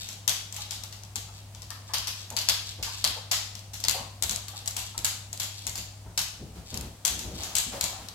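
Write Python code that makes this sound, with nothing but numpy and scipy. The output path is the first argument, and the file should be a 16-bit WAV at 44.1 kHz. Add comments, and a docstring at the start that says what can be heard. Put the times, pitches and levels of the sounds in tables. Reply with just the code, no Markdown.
"""An echoing room with a wooden floor: a big dog and two puppies romp close to a hand-held phone.
Claws click as struck resonances and skid as trains of tiny catches; pads thud and scuff as shaped noise.
Late on the big dog bumps and brushes past close by: decaying low tones, rumble and coat noise.
Underneath, an appliance hums as one steady-pitched tone over a bed of soft coloured air."""
import sys
import numpy as np
from scipy import signal
from scipy.fft import rfft, irfft, next_fast_len
from scipy.io import wavfile

SR = 44100
rng = np.random.default_rng(int(sys.argv[2]) if len(sys.argv) > 2 else 0)


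def put_to_file(sound):
    """Save the sound as 16-bit audio at rate SR, in the file named by the first command-line argument."""
    columns = np.atleast_2d(sound).T  # one column per channel
    safe = np.clip(columns, -1, 1)
    whole_steps = np.round(safe * 32767)
    wavfile.write(sys.argv[1], SR, whole_steps.astype(np.int16))


N = 358972
T = np.arange(N) / SR  # s


def undb(db):
    """Decibels to gain."""
    return 10 ** (np.asarray(db) / 20)


def unit(x):
    """Scale to an energy of one."""
    return x / np.sqrt(np.sum(x ** 2))


def level(x, db):
    """Scale to an rms level."""
    return x * undb(db) / np.sqrt(np.mean(x ** 2))


def curve(points):
    """Read (t/s, level/dB) points as an automation lane over the whole scene."""
    return np.interp(T, *np.transpose(points))


def along(points, hz):
    """Read (f/Hz, value) points on a logarithmic frequency axis."""
    f, value = np.transpose(points)
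    return np.interp(np.log(np.maximum(hz, 1)), np.log(f), value)


def colour(x, points):
    """Minimum-phase EQ with the given (f/Hz, level/dB) spectrum, so that attacks stay sharp."""
    size = 2 * next_fast_len(x.shape[-1], real=True)
    hz = np.fft.rfftfreq(size, 1 / SR)
    cepstrum = irfft(np.log(undb(along(points, hz))))
    # folding the cepstrum onto positive time makes the filter causal
    cepstrum[1:size // 2] *= 2
    cepstrum[size // 2 + 1:] = 0
    response = np.exp(rfft(cepstrum))
    return irfft(rfft(x, size) * response)[..., :x.shape[-1]]


def resonate(x, hz, q):
    """One resonance with a gain of one at its centre."""
    b, a = signal.iirpeak(min(hz, SR / 3), max(q, 1), fs=SR)
    return signal.lfilter(b, a, x)


def add(track, s, sound):
    """Mix a sound into a track at a given time."""
    start = max(int(s * SR), 0)
    part = track[..., start:start + sound.shape[-1]]
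    part += sound[..., :part.shape[-1]]


def stereo_noise(size, wide_hz=1250):
    """Diffuse noise at two close microphones: alike in the bass, unrelated in the treble."""
    mid, side = rng.standard_normal((2, size))
    side = signal.lfilter(*signal.butter(1, wide_hz, "high", fs=SR), side)
    return np.array([mid + side, mid - side])


def shiver(x, count=5, width_hz=1300):
    """A board carries each frequency at its own speed: all-passes smear a blow but keep its spectrum."""
    pole = np.exp(-np.pi * width_hz / SR)
    for hz in rng.uniform(2500, 12000, count):
        a = np.array([1, -2 * pole * np.cos(2 * np.pi * hz / SR), pole ** 2])
        x = signal.lfilter(a[::-1], a, x)
    return x


# reverb tone: f/Hz, level/dB
REVERB_COLOUR = [(200, 0.5), (700, 5), (1500, 6.5), (3300, 6.5), (5000, -1.5), (8000, -2.5), (16000, 7)]
# reverberation time in each band: f/Hz, T60/s
REVERB_T60 = [(150, 0.79), (400, 0.27), (1000, 0.59), (2800, 0.57), (7000, 0.52), (14000, 0.34)]


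def room(x, build_s=0.0006, merge_s=0.02, left_db=1.22):
    """Hard floor and glass doors: single echoes merge into a dense tail with its own decay in each band."""
    t = T[:SR * 3 // 4]
    density = np.clip((t / merge_s / 2) ** 2, 0.04, 1)
    echo_here = rng.random(len(t)) < density
    spectrum = rfft(stereo_noise(len(t)) * echo_here / np.sqrt(density))
    hz = np.fft.rfftfreq(len(t), 1 / SR)
    centres, t60s = np.transpose(REVERB_T60)
    tail = 0
    for weights, t60 in zip(np.eye(len(centres)), t60s):
        # overlapping bands, each falling 60 dB in its T60
        band = irfft(spectrum * along(np.c_[centres, weights], hz), len(t))
        tail = tail + band * np.exp(-np.log(1000) * t / t60)
    tail = colour(tail * (1 - np.exp(-t / build_s)), REVERB_COLOUR)
    sides = zip(tail, (left_db, -left_db))
    return np.array([signal.fftconvolve(x, unit(ear))[:N] * undb(db) for ear, db in sides])


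# appliance hum over time: t/s, level/dB
HUM_LEVEL = [(0, -50), (0.6, -47), (6.05, -46.5), (6.35, -53), (8.14, -53)]
# still air of the house: f/Hz, level/dB
AIR_COLOUR = [(25, -9.5), (45, -8), (61, 6), (80, -5.5), (160, -5), (300, -14.5), (400, -18), (700, -13.5),
              (1500, -24.5), (8000, -25), (16000, -35)]


def background(hum_hz=100.1, air_db=-51.5):
    """An appliance hums at twice the mains rate over the still air of the house."""
    hum = level(np.sin(2 * np.pi * hum_hz * T), 0) * undb(curve(HUM_LEVEL))
    return hum + level(colour(stereo_noise(N), AIR_COLOUR), air_db)


# tone of claw on board, for skids and clicks: f/Hz, level/dB
CLAW_TONE = [(150, -34), (400, -26.5), (600, -11.5), (1200, -14), (1900, -13), (3200, -6), (4400, 0.5),
             (6200, 0), (7900, 2), (8700, -4.5), (12500, -1.5), (16000, -16.5)]
# claws skidding: t/s at the peak, relative level/dB, length/s from the peak down to 1/e
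CLAW_SKIDS = [(0.01, -36.5, 0.07), (0.618, -31.5, 0.011), (1.37, -49, 0.039), (1.89, -46, 0.028),
              (2.207, -41.5, 0.033), (2.687, -34, 0.027), (2.966, -38, 0.071), (4.579, -34.5, 0.018),
              (4.868, -42, 0.043), (5.6, -40.5, 0.064), (6.693, -39, 0.028), (7.412, -39, 0.078)]


def skids(catches_per_s=450, spread_db=4, direct_db=-4, room_db=-2, left_db=2):
    """A sliding claw catches and lets go hundreds of times a second."""
    pressure = sum(undb(db) * np.exp(-((T - s) / length) ** 2) for s, db, length in CLAW_SKIDS)
    caught = rng.random(N) < catches_per_s / SR
    catches = caught * undb(spread_db * np.clip(rng.standard_normal(N), -2, 2))
    scrape = level(colour(resonate(catches, 3580, 1), CLAW_TONE), 0) * pressure
    direct = np.array([shiver(scrape) * undb(db) for db in (left_db, -left_db)])
    return undb(direct_db) * direct + undb(room_db) * room(scrape)


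# paws landing, shared by pads, claws and scuffs: t/s, energy level of the first claw/dB, ring f/Hz,
# room share/dB, time from claw to claw/s (0 = one claw only)
PAW_STEPS = [(0.0882, -12, 5630, 7.5, 0.00099), (0.2781, 6, 6100, 4.5, 0.016),
             (0.525, -10.5, 7080, 5, .019), (0.5644, -13, 6160, 9, 0.00012), (0.7087, -6, 5270, 7.5, 0),
             (0.8363, -12, 5920, 3.5, 0.00026), (0.926, -16, 4900, 7, 0),
             (1.0353, -19.5, 5750, 1, 0.000032), (1.1574, -3.5, 7240, 3.5, .0057),
             (1.548, -20, 5070, 4, 0.000038), (1.6196, -17.5, 5700, 5.5, 0.00072),
             (1.7046, -9.5, 5660, 2.5, 0), (1.9361, -2, 4800, 9.5, .0045), (1.983, -6, 5600, 0, 0.0004),
             (2.0721, -5, 5300, 8.5, 0.008), (2.3028, -12, 7050, 2, 0.00044), (2.3662, 0.5, 4800, 5, .0054),
             (2.3883, -4, 5670, 4, 0.00035), (2.4873, 8, 4900, 3.5, .0082),
             (2.8269, -7.5, 5040, 12, 0.0014), (3.0421, 6.5, 4570, 2.5, .0056),
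             (3.3133, 0.5, 5160, 11.5, .003), (3.5523, -13.5, 5230, 3, 0.00079),
             (3.7344, -17.5, 6460, 16.5, 0), (3.802, -12, 7250, 1, 0), (3.8395, 0.5, 4800, 1.5, .0094),
             (3.8837, 7.5, 6840, 0.5, .012), (4.2243, 3, 7700, 1.5, .011),
             (4.2949, -2.5, 6800, 3.5, 0.00015), (4.3101, -2.5, 6840, 6, 0), (4.3603, -2.5, 7700, -5, 0),
             (4.4827, -12, 7400, 4, 0.00038), (4.6591, -11.5, 6900, 4, 0), (4.6762, 0, 7400, -0.5, .0044),
             (4.7659, -3.5, 7360, 8.5, 0), (4.9785, -4.5, 7650, 0.5, 0.000091), (5.0463, 4, 7200, 5, .0066),
             (5.3294, -8.5, 7300, 3, 0.00035), (5.399, -4.5, 7150, 9, .003), (5.432, -7, 7200, 4, 0),
             (5.668, -2.5, 7100, 3, .0068), (5.7553, -8.5, 7100, 10, 0.022), (6.1763, 2, 5360, 6, .004),
             (6.1915, -2.5, 7150, 1, 0.00016), (6.7425, -8, 7140, 3.5, 0), (6.7738, -6, 8300, -8, 0),
             (7.0505, 6, 7300, 3.5, .007), (7.0786, -.5, 6600, 2.5, 0.00065),
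             (7.1914, -9.5, 6800, 7.5, 0.00077), (7.4342, -9.5, 6960, 9, 0.00051),
             (7.5529, 3.5, 7600, 7.5, .0128), (7.5828, 0.5, 7550, 3.5, 0.0022),
             (7.8106, 2.5, 7040, 5.5, 0.03), (8.086, -11.5, 4540, 2, 0)]
# thud of a pad on the floor: f/Hz, level/dB
PAD_TONE = [(25, -13), (60, 10.5), (110, 0.5), (170, 2), (300, -8), (600, -7), (1500, -27.5), (5000, -57)]
# heavy landings that thump the floor: t/s, energy level/dB
HEAVY_THUDS = [(1.15, -15), (2.31, -15.5), (2.78, -11), (3.068, -12.5), (3.869, -13.5), (3.987, -15),
               (4.21, -10), (4.289, -10), (4.966, -14.5), (5.648, -15), (5.769, -15.5), (6.047, -12.5)]


def pads(push_s=0.02, lead_s=0.013, step_db=-21, force_slope=0.64, room_db=-4):
    """Soft pads push the hollow floor: a short low thud, faint at each step, clear at a heavy landing."""
    out, t = np.zeros(N), T[:SR // 7]
    # a pad lands just before its claws; force_slope is thud dB per claw dB
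    landings = [(s - lead_s, step_db + force_slope * db) for s, db, *_ in PAW_STEPS]
    for s, db in HEAVY_THUDS + landings:
        push = rng.standard_normal(len(t)) * t * np.exp(-t / push_s)
        add(out, s, unit(colour(push, PAD_TONE)) * undb(db))
    return out + undb(room_db) * room(out)


def click(ring_hz, ring_q=6, edge_ratio=1.45, board_q=24, count=7):
    """One sharp blow rings the claw and a few board modes, different ones at each spot."""
    blow = signal.unit_impulse(1024)
    # a stiff claw rings higher and also makes a shorter, brighter contact
    edge_hz = min(edge_ratio * ring_hz, 0.45 * SR)
    blow = signal.lfilter(*signal.butter(1, edge_hz, fs=SR), blow)
    modes_hz = rng.uniform(1200, 8500, count)
    board = sum(rng.choice([-1, 1]) * resonate(blow, hz, board_q) for hz in modes_hz)
    return unit(colour(blow + resonate(blow, ring_hz, ring_q) + board, CLAW_TONE))


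def near_floor(sound, touch_db=-6, touch_s=0.0011, scatter_db=-11, scatter_s=0.0075):
    """The claw touches, then bites; nearby legs and boards scatter the sound towards both microphones."""
    t, toe = T[:len(sound)], undb(touch_db) * shiver(sound)
    add(toe, touch_s * (0.5 + rng.random()), shiver(sound))
    scatter = rng.standard_normal((2, len(t))) * np.exp(-t / scatter_s)
    ears = []
    for ear in scatter:
        straight = shiver(unit(toe), count=3)
        scattered = unit(signal.fftconvolve(sound, ear)[:len(t)])
        ears.append(unit(straight + undb(scatter_db) * scattered))
    return np.array(ears)


def claw_hits(next_claw_db=-3.5, next_room_db=-1):
    """A paw lands on one claw, or rolls on to a second, lighter one: t/s, level/dB, ring f/Hz, room/dB."""
    hits = []
    for s, db, hz, share_db, roll_s in PAW_STEPS:
        for toe in range(2 if roll_s > 0 else 1):
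            hits.append((s + toe * roll_s, db + toe * next_claw_db, hz, share_db + toe * next_room_db))
    return hits


def light_ticks(tick_db=-10, spread_db=4.5, force_slope=0.94, within_s=0.05, room_db=0):
    """A loose claw ticks faintly as a paw settles or lifts: t/s, level/dB, ring f/Hz, room/dB."""
    ticks = []
    for (s, db, hz, *_), (when, force, ring) in zip(PAW_STEPS, rng.random((len(PAW_STEPS), 3))):
        tick_level = tick_db + force_slope * db + spread_db * (2 * force - 1)
        ring_hz = hz * 2 ** ((ring - 0.5) / 2)  # up to a quarter octave either way
        ticks.append((s + within_s * when, tick_level, ring_hz, room_db))
    return ticks


# lean of the clicks as the dogs move round: t/s, left minus right level/dB
CLICK_LEAN = [(0, 9), (1.5, 10), (4.6, 7.5), (5.1, 5), (5.7, 8), (6.2, 1), (7.0, 12), (7.8, 8)]


def claws(lead_s=0.00062, lean_spread_db=3, count=4):
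    """Clicks reach us straight from the floor, then from the walls, taking turns among a few echoes."""
    direct, spots = np.zeros((2, N)), np.zeros((count, N))
    for step, (s, db, ring_hz, share_db) in enumerate(claw_hits() + light_ticks()):
        sound = click(ring_hz) * undb(db)
        pan_db = np.interp(s, *np.transpose(CLICK_LEAN)) + lean_spread_db * rng.standard_normal()
        sides = np.sqrt(2) * unit(undb([[pan_db], [0]]))
        add(direct, s - lead_s, near_floor(unit(sound)) * undb(db) * sides)
        add(spots[step % count], s, sound * undb(share_db))
    return direct + sum(room(spot) for spot in spots)


# rub of a pad on the boards: f/Hz, level/dB
SCUFF_TONE = [(300, -9.5), (650, 0.5), (1300, -5), (2500, -11.5)]
# paws shoving off over the boards: t/s, relative level/dB, board resonance f/Hz
SHOVES = [(0.579, -44, 820), (1.284, -49, 830), (1.705, -43, 1230), (1.892, -42, 1110),
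          (1.935, -38.5, 1160), (2.311, -40, 623), (2.788, -44.5, 538), (2.866, -40, 1090),
          (3.042, -36.5, 1170), (3.164, -40, 540), (3.314, -37, 716), (3.944, -32.5, 530),
          (3.979, -37.5, 674), (4.534, -43.5, 793), (4.764, -43, 780), (4.945, -44.5, 940),
          (6.06, -52.5, 980), (7.74, -36.5, 540), (7.835, -37, 700), (7.928, -42.5, 820)]


def scuffs(slap_s=0.014, drag_s=0.047, drag_db=-6, board_q=6.4, upper_ratio=1.424, upper_db=-4,
           direct_db=24, room_db=26, step_db=-46, force_slope=0.56, board_hz=810, spread_octaves=0.25):
    """A pad slaps and drags on, rubbing two board resonances: lightly at each step, harder at a shove."""
    out, t = np.zeros(N), T[:SR // 6]
    pressure = np.exp(-t / slap_s) + undb(drag_db) * np.exp(-t / drag_s)
    landings = []
    for s, db, *_ in PAW_STEPS:
        spot_hz = board_hz * 2 ** (spread_octaves * rng.standard_normal())
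        landings.append((s, step_db + force_slope * db, spot_hz))
    for s, db, spot_hz in SHOVES + landings:
        rub = rng.standard_normal(len(t)) * pressure
        lower = resonate(rub, spot_hz, board_q)
        upper = resonate(rub, spot_hz * upper_ratio, board_q)
        add(out, s, unit(colour(lower + undb(upper_db) * upper, SCUFF_TONE)) * undb(db))
    return undb(direct_db) * out + undb(room_db) * room(out)


def drag(s, hold_s, lead_s=0.025, attack_s=0.02, release_s=0.064):
    """Flank on furniture: the coat touches just before the knock, then pressure builds, holds and eases."""
    attack = np.clip((T - s + lead_s) / attack_s, 0, 1)
    return attack * np.exp(-np.maximum(T - s - hold_s, 0) / release_s)


# slap and rumble of a bump: f/Hz, level/dB
BUMP_TONE = [(25, -17), (65, 13), (110, -2), (170, 0), (280, -3.5), (450, -8), (800, -18.5), (2000, -50)]
# coat rubbing along: f/Hz, level/dB
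RUB_TONE = [(150, -4), (400, -5), (700, 4), (1100, -2.5), (2000, -7.5), (5000, -7.5), (15000, -19)]
# the big dog on furniture: t/s, relative knock level/dB, knock f/Hz, relative rumble level/dB,
# relative coat level/dB, drag/s
BIG_DOG_CONTACTS = [(6.412, -30, 135, -41, -78.5, 0.079), (6.566, -34, 162, -42.5, -46, 0.024),
                    (6.735, -30.5, 98, -36.5, -43, .12), (7.12, -44, 89, -39.5, -49, 0.08),
                    (7.249, -32, 90.5, -35.5, -45.5, 0.12), (7.4, -42, 70, -46, -38, .12),
                    (7.665, -32, 245, -53, -52, .02), (7.735, -34, 555, -42.5, -34.5, 0.038),
                    (7.835, -33, 96, -48, -42.5, 0.22)]


def brushing(rumble_db=-3.5, rub_db=-5, knock_db=21, knock_s=0.022, body_db=-2, room_db=-8):
    """The big dog knocks against soft furniture and drags its coat along it."""
    knocks, weight, friction = np.zeros((3, N))
    t = T[:SR // 5]
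    fade = np.exp(-t / knock_s)
    for s, db, hz, low_db, coat_db, drag_s in BIG_DOG_CONTACTS:
        body = unit(np.sin(2 * np.pi * hz * t) * fade * (1 - fade))
        slap = unit(colour(rng.standard_normal(len(t)) * fade, BUMP_TONE))
        add(knocks, s, (undb(body_db) * body + slap) * undb(db + knock_db))
        pressure = drag(s, drag_s)
        weight = np.maximum(weight, pressure * undb(low_db))
        friction = np.maximum(friction, pressure * undb(coat_db))
    rumble = level(colour(stereo_noise(N), BUMP_TONE), rumble_db) * weight
    rub = level(colour(stereo_noise(N), RUB_TONE), rub_db) * friction
    return rumble + rub + knocks + undb(room_db) * room(knocks)


def scene(left_db=0.7):
    """Claws on top; the softer sounds lean slightly to the left."""
    soft = background() + pads() + scuffs() + brushing()
    return skids() + claws() + soft * undb([[left_db], [-left_db]])


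def record(dry, top_hz=16000):
    """The phone clips at full scale and cuts the top."""
    low_pass = signal.ellip(8, 0.2, 70, top_hz, fs=SR, output="sos")
    return signal.sosfilt(low_pass, np.clip(dry, -1, 1))


dry = scene()
out = record(dry)
put_to_file(out)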